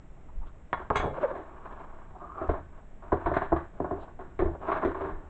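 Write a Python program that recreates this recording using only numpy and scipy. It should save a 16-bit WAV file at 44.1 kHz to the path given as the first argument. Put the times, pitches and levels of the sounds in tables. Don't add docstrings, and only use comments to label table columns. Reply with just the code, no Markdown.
import sys
import numpy as np
from scipy import signal
from scipy.fft import rfft, irfft, next_fast_len
from scipy.io import wavfile

SR = 44100
rng = np.random.default_rng(int(sys.argv[2]) if len(sys.argv) > 2 else 0)


def digitize_waveform(pressure):
    field = np.atleast_2d(pressure).T
    bounded = np.clip(field, -1, 1)
    quanta = np.round(bounded * 32767).astype(np.int16)
    wavfile.write(sys.argv[1], SR, quanta)


N = 233636
TIME = np.arange(N) / SR
RING_TIME = np.arange(SR // 2) / SR

# t/s, relative level/dB, tilt/(dB/octave), snap/(dB/octave)
BOX_BUMPS = [(1.351, -40, 1.5, 9), (2.216, -45.5, 2, -12.5), (2.412, -34.5, -3.5, 0),
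             (2.4911, -27, -2.5, 2.5), (2.536, -36, 4, -3.5), (3.1202, -28, 7, -19),
             (3.1254, -27, -9, 10.5), (3.259, -35.5, 12.5, -0.5), (3.266, -30, -3.5, 0.5),
             (3.275, -41.5, -7, 6), (3.3143, -29, -1.5, -2.5), (3.339, -35.5, 7, 10), (3.3656, -24.5, 1, 8),
             (3.418, -31, 3.5, 6), (3.52, -27, -3.5, -7), (3.526, -23, 0, -11.5), (3.562, -32.5, 3.5, 3),
             (3.8011, -30.5, -3.5, -6.5), (3.843, -33, 0, -11), (3.9099, -31, -1.5, -6),
             (3.931, -40, -2, -7), (4.191, -42.5, 1, 2.5), (4.391, -30, -2, 6.5), (4.402, -31, -3.5, -2),
             (4.42, -28.5, -7, -12.5), (4.456, -33, -3.5, -8), (4.684, -31, 5, -6),
             (4.7167, -29.5, 5.5, 1.5), (4.8306, -28, 3, -9.5), (4.848, -28.5, -5, 10),
             (4.945, -35.5, 4, -4.5), (5.008, -37, -1.5, 1), (5.0466, -37.5, 3.5, -2), (5.092, -41, 2, -1)]
# f/Hz, relative level/dB, nominal t60/s
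BOX_MODES = [(78.1, -5, 0.37), (129.8, -12.5, 0.18), (328.5, -7, 0.12), (385.1, -2.5, 0.13),
             (591.5, 0, 0.09), (681, 14, 0.036), (729, -0.5, 0.15), (910, -14.5, 0.015), (1048.5, 1, 0.054),
             (1133, -4.5, 0.08), (1463, -22, 0.35), (1640, -25.5, 0.074), (2130, -28, 0.056)]
# f/Hz, relative density/dB
CARDBOARD_SPECTRUM = [(50, -19), (150, 5), (250, -0.5), (380, 6.5), (500, -2.5), (700, 6.5), (1150, 0),
                      (1350, -5), (1700, -10), (2000, -23), (2700, -37.5), (4000, -41), (4600, -57.5),
                      (8000, -50.5)]
BOX_BAND_EDGES = [50, 250, 520, 850, 1800, 4300, 8500]
# f/Hz, gain/dB
SWINGING_COLOUR = [(110, -8.5), (360, -1), (660, -1.5), (1240, -5), (2800, -22.5), (6000, -65.5)]
# f/Hz, gain/dB
STANDING_COLOUR = [(110, -10), (360, 1), (660, -8), (1240, -4), (2800, -18.5), (6000, -60.5)]


def box(stands_from_s=4.3):
    swinging = [bump for bump in BOX_BUMPS if bump[0] < stands_from_s]
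    standing = [bump for bump in BOX_BUMPS if bump[0] >= stands_from_s]
    out = np.zeros(N)
    for bumps, colour, ring in [(swinging, SWINGING_COLOUR, 0.9), (standing, STANDING_COLOUR, 1.1)]:
        out += blows(bumps, BOX_BAND_EDGES, colour, pivot_hz=616, modes=BOX_MODES,
                     crowd=CARDBOARD_SPECTRUM, crowd_db=0.5, crowd_t60=0.17,
                     contact_s=0.00091, scatter_db=2.5, detune=0.026, usual_ring=ring)
    return from_db(-2) * out


def blows(table, edges, colour, pivot_hz, modes, crowd, crowd_db, crowd_t60,
          contact_s, scatter_db, detune, usual_ring):
    out = np.zeros(N)
    attack = SR // 50
    filters = [signal.butter(3, pair, "band", fs=SR, output="sos") for pair in zip(edges, edges[1:])]
    centre_hz = np.sqrt(np.multiply(edges[:-1], edges[1:]))
    rise_s = contact_s * np.sqrt(pivot_hz / centre_hz)
    onsets = 1 - np.exp(-(RING_TIME / rise_s[:, None]) ** 2)
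    tilt_octaves = np.clip(np.log2(centre_hz / pivot_hz), -1, 1)
    snap_octaves = np.maximum(np.log2(centre_hz / 1460), 0)
    for s, level_db, tilt, snap in table:
        ring = usual_ring * 2 ** (0.1242 * (-29.5 - level_db))
        crowd_noise = coloured(rng.standard_normal(len(RING_TIME)), crowd)
        crack = from_db(crowd_db) * crowd_noise * fade(RING_TIME, crowd_t60 * ring)
        body = ringing(modes, ring, scatter_db, detune) + crack
        bands_db = level_db + at_hz(colour, centre_hz) + tilt * tilt_octaves + snap * snap_octaves
        for sos, onset, db in zip(filters, onsets, bands_db):
            part = onset * signal.sosfiltfilt(sos, body, padlen=attack)
            add(out, s, from_db(db) * part / rms(part[:attack]))
    return out


def ringing(modes, ring=1, scatter_db=0, detune=0):
    out = np.zeros(len(RING_TIME))
    for k, (hz, db, t60) in enumerate(modes):
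        level_luck, pitch_luck = rng.standard_normal(2)
        gain = (-1) ** (k + 1) * from_db(db + scatter_db * level_luck)
        tone = np.sin(2 * np.pi * hz * (1 + detune * pitch_luck) * RING_TIME)
        out += gain * tone * fade(RING_TIME, t60 * ring)
    return out


# t/s, length/s, level/dB, panel rasp over hollow body/dB
STROKES = [(0.764, 0.088, -47, 3), (0.907, .14, -40, 3), (1.115, 0.2, -41.5, -0.5),
           (1.295, 0.13, -43, -6.5), (1.41, 0.61, -51.5, 1), (1.595, 0.25, -49, 2.5), (1.83, 0.23, -55, -1),
           (2.055, 0.3, -56, -2), (2.343, 0.24, -42, -6), (2.503, 0.019, -46.5, 6), (2.71, 0.091, -58, 0),
           (3.012, .1, -51, -1.5), (3.14, 0.13, -47, 1), (3.305, 0.16, -45.5, 1), (3.441, 0.21, -51, 0),
           (3.723, 0.37, -47, -5), (4.199, 0.029, -53, -3), (4.414, 0.14, -43, -10.5),
           (4.593, 0.21, -41, -3), (4.654, 0.12, -35.5, 0), (4.798, 0.12, -41.5, 1.5),
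           (4.954, 0.14, -44.5, 0.5), (5.09, 0.6, -55.5, -2.5)]


def sliding(slips_per_s=2500):
    body_gain, rasp_gain = from_db(-65), from_db(-74)
    for start, length, db, rasp_db in STROKES:
        push = from_db(db) * stroke_envelope(start, length)
        body_gain = np.maximum(body_gain, push)
        rasp_gain = np.maximum(rasp_gain, push * from_db(rasp_db))
    sizes = from_db(2.5 * np.minimum(rng.exponential(1, N), 3)) * rng.choice([-1, 1], N)
    grip = from_db(3 * drift(70))
    slips = (rng.random(N) < slips_per_s / SR) * sizes * grip
    rung = signal.fftconvolve(slips, ringing(BOX_MODES, ring=0.94))[:N]
    rubbed = coloured(slips, CARDBOARD_SPECTRUM) + from_db(-10.5) * rung / rms(rung)
    body, rasp = band(rubbed, 220, 740), band(rubbed, 910, 1900, order=4)
    paper_spectrum = [(1400, -22), (2100, 16), (2800, 9), (3900, -2), (4600, -13.5), (8000, -19.5)]
    hiss = from_db(-20.5) * coloured(rng.standard_normal(N) * grip, paper_spectrum)
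    return body_gain * body / rms(body) + rasp_gain * (rasp / rms(rasp) + hiss)


def stroke_envelope(start, length, attack_share=0.2, sag_db_per_s=9, release_s=0.018):
    t = np.maximum(TIME - start, 0)
    swell = np.minimum(t / (attack_share * length), 1)
    release = np.exp(-np.maximum(t - length, 0) / release_s)
    return swell * from_db(-sag_db_per_s * t) * release


# t/s, level/dB, resonance f/Hz
SKIM_PATH = [(2.19, -50, 1050), (2.23, -46.5, 1130), (2.29, -53, 1150), (2.32, -42.5, 1151),
             (2.36, -43, 1210), (2.395, -40, 1203), (2.44, -40, 1150), (2.48, -49, 1186)]


def skim(width_hz=110, slips_per_s=34):
    times, levels_db, pitches_hz = np.transpose(SKIM_PATH)
    gain = from_db(np.interp(TIME, times, levels_db))
    phase = 2 * np.pi * np.cumsum(np.interp(TIME, times, pitches_hz)) / SR
    cos_noise, sin_noise = band(rng.standard_normal((2, N)), 0.84, width_hz, order=2)
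    stutter_db = 5 * np.sin(2 * np.pi * slips_per_s * TIME + drift(20))
    tone = (cos_noise * np.cos(phase) + sin_noise * np.sin(phase)) * from_db(stutter_db)
    touching = (TIME > times[0]) & (TIME < times[-1])
    return touching * gain * tone / rms(tone)


# t/s, relative level/dB, tilt/(dB/octave), snap/(dB/octave)
STICK_KNOCKS = [(.7297, -23, 6, -6.5), (.9025, -22, -3, -22), (.9568, -24, -1.5, 13), (.969, -32, 5, 14),
                (1.0, -29.5, 5.5, -0.5), (1.034, -36, -12.5, -1), (1.0565, -36, -11.5, 12)]
# f/Hz, relative level/dB, nominal t60/s
STICK_MODES = [(78.6, -10, 0.4), (138.3, -9, 0.32), (416.6, -2.5, 0.23), (551.6, -13, 0.41),
               (741, -1, 0.095), (842, -8.5, 0.15), (1080, -1, 0.12), (1405, -10.5, 0.33), (1614, 1, 0.1),
               (2160, -14.5, 0.15), (2120, -0.5, 0.29), (2246, -1, 0.18), (2359, -13.5, 0.41),
               (2800, -15, 0.2), (3376, -9.5, 0.38), (3600, -22.5, 0.17), (3850, -13, .17),
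               (4760, -21.5, 0.18), (6240, -21, 0.25), (7130, -33, .2), (7890, -17.5, 0.18)]
# f/Hz, relative density/dB
WOOD_SPECTRUM = [(50, -20.5), (200, -9.5), (450, -7), (1000, -5), (1600, -9), (2700, -13), (3900, -15.5),
                 (4800, -37), (5500, -35), (6400, -19.5), (8000, -35)]
STICK_BAND_EDGES = [50, 250, 700, 1300, 2000, 4400, 9000]
# f/Hz, gain/dB
STICK_COLOUR = [(110, -9.5), (420, -5.5), (950, 0), (1600, -10), (3000, -22), (6300, -51.5)]


def sticks():
    knocks = blows(STICK_KNOCKS, STICK_BAND_EDGES, STICK_COLOUR, pivot_hz=1000, modes=STICK_MODES,
                   crowd=WOOD_SPECTRUM, crowd_db=2.5, crowd_t60=0.21,
                   contact_s=0.00021, scatter_db=3.0, detune=0.0028, usual_ring=0.78)
    return from_db(-4) * knocks


# t/s, level/dB, half length/s, f/Hz
JUDDERS = [(1.185, -31, 0.0055, 558.5), (1.245, -21, 0.013, 559), (1.314, -33.5, 0.011, 545),
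           (2.42, -39, 0.025, 700)]


def judders(overtone_db=-10, waver=0.0387, slowing=0.15):
    out, wobble = np.zeros(N), drift(250)
    for s, db, half_s, hz in JUDDERS:
        progress = (TIME - s) / half_s
        slip_hz = hz * (1 + waver * wobble - slowing * np.tanh(progress))
        phase = 2 * np.pi * np.cumsum(slip_hz) / SR
        scrape = coloured(rng.standard_normal(N), CARDBOARD_SPECTRUM) * (1 + np.cos(phase))
        hoot = np.sqrt(2) * np.sin(phase) + from_db(overtone_db) * band(scrape, 960, 4000)
        out += from_db(db) * np.exp(-progress ** 2) * hoot
    return out


# t/s, peak level/dB, contact time/s
THUDS = [(0.351, -19.5, 0.036), (0.38, -20, 0.022), (.44, -32.5, .018), (0.987, -24, 0.012),
         (1.048, -27.5, 0.0057), (2.484, -18, 0.009), (2.534, -40, .01), (3.117, -29, .008),
         (3.532, -24, 0.004), (3.253, -22, 0.0108), (4.395, -21.5, 0.022), (4.452, -18.5, 0.0063),
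         (4.871, -36, 0.021), (5.114, -25.5, 0.019), (5.17, -34, 0.021)]
# f/Hz, relative level/dB, t60/s
FLOOR_MODES = [(23.7, -6, 0.27), (36.5, 1.5, 0.1), (73.1, -2, 0.22)]


def thuds():
    out = np.zeros(N)
    sway = sum(from_db(db) * np.sin(2 * np.pi * hz * RING_TIME) * fade(RING_TIME, t60)
               for hz, db, t60 in FLOOR_MODES)
    for s, db, contact_s in THUDS:
        push = np.sin(np.pi * np.minimum(RING_TIME / contact_s, 1)) ** 2
        thud = signal.fftconvolve(sway, push)[:len(sway)]
        add(out, s, -from_db(db) * thud / np.abs(thud).max())
    return out


# t/s, level/dB, half length/s, centre f/Hz
BRUSHES = [(0.295, -55.5, 0.013, 976), (0.43, -50.5, 0.014, 900), (0.48, -60, 0.024, 1210),
           (2.161, -43, 0.01, 836), (4.027, -68, 0.028, 3140), (.477, -70.5, .015, 3000)]


def brushes(spread=1.25):
    out = np.zeros(N)
    for s, db, half_s, hz in BRUSHES:
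        swish = band(rng.standard_normal(N), hz / spread, hz * spread)
        swell = np.exp(-((TIME - s) / half_s) ** 2)
        out += from_db(db) * swell * swish / rms(swish)
    return out


# f/Hz, t60/s
ROOM_T60 = [(60, .45), (300, 0.24), (1000, 0.19), (3500, 0.36), (8000, 0.33)]


def room(x, build_s=0.022):
    noise, edges = rng.standard_normal(len(RING_TIME)), np.geomspace(45, 11520, 9)
    tail = sum(band(noise, low, high, order=2) * fade(RING_TIME, at_hz(ROOM_T60, np.sqrt(low * high)))
               for low, high in zip(edges, edges[1:]))
    swell = 1 - np.exp(-(RING_TIME / build_s) ** 2)
    tail = coloured(tail * swell, [(60, 4.5), (300, 5.0), (1000, 8.5), (3500, 2.5), (8000, -3.5)])
    midrange_gain = rms(np.abs(rfft(tail))[100:2000])
    return signal.fftconvolve(x, tail / midrange_gain)[:N]


# f/Hz, relative density/dB
RUMBLE_SPECTRUM = [(15, 8.5), (28, -8.5), (45, -6.5), (75, -11), (105, -22), (200, -21.5), (500, -70)]
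# f/Hz, relative density/dB
AIR_SPECTRUM = [(40, -3), (120, 0.5), (250, -3.5), (500, -9), (1000, -16), (2000, -20.5), (3800, -35.5),
                (4700, -47.5), (5500, -38.5), (6200, -41.5), (7600, -30.5), (8500, -46)]


def background(rumble_db=-39, air_db=-57.5):
    rumble = from_db(rumble_db + 0.5 * drift(5.2)) * coloured(rng.standard_normal(N), RUMBLE_SPECTRUM)
    return rumble + from_db(air_db) * coloured(rng.standard_normal(N), AIR_SPECTRUM)


def from_db(db):
    return 10 ** (np.asarray(db) / 20)


def rms(x):
    return np.sqrt(np.mean(x ** 2) + 1e-20)


def fade(t, t60):
    return np.exp(-np.log(1000) * t / max(t60, 1e-3))


def at_hz(points, hz):
    f, value = np.transpose(points)
    return np.interp(np.log(hz + 1e-3), np.log(f), value)


def band(x, low_hz, high_hz, order=3):
    return signal.sosfilt(signal.butter(order, [low_hz, high_hz], "band", fs=SR, output="sos"), x)


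def coloured(x, spectrum):
    size = next_fast_len(len(x))
    gain = from_db(at_hz(spectrum, np.fft.rfftfreq(size, 1 / SR)))
    out = irfft(rfft(x, size) * gain, size)[:len(x)]
    return out / rms(out)


def drift(per_s):
    return np.interp(TIME * per_s, np.arange(4096), rng.standard_normal(4096))


def add(track, s, sound):
    start = max(int(s * SR), 0)
    track[start:start + len(sound)] += sound[:N - start]


def scene():
    far = sticks() + judders() + brushes()
    near = box() + sliding() + skim()
    reflections = room(from_db(-15.5) * far + from_db(-11.5) * near)
    return (far + near + reflections + thuds() + background())[None]


def record(dry, low_cut_hz=16, high_cut_hz=8500):
    dry = signal.sosfilt(signal.butter(2, low_cut_hz, "high", fs=SR, output="sos"), dry)
    return signal.sosfilt(signal.ellip(10, 0.1, 70, high_cut_hz, fs=SR, output="sos"), dry)


dry = scene()
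out = record(dry)
digitize_waveform(out)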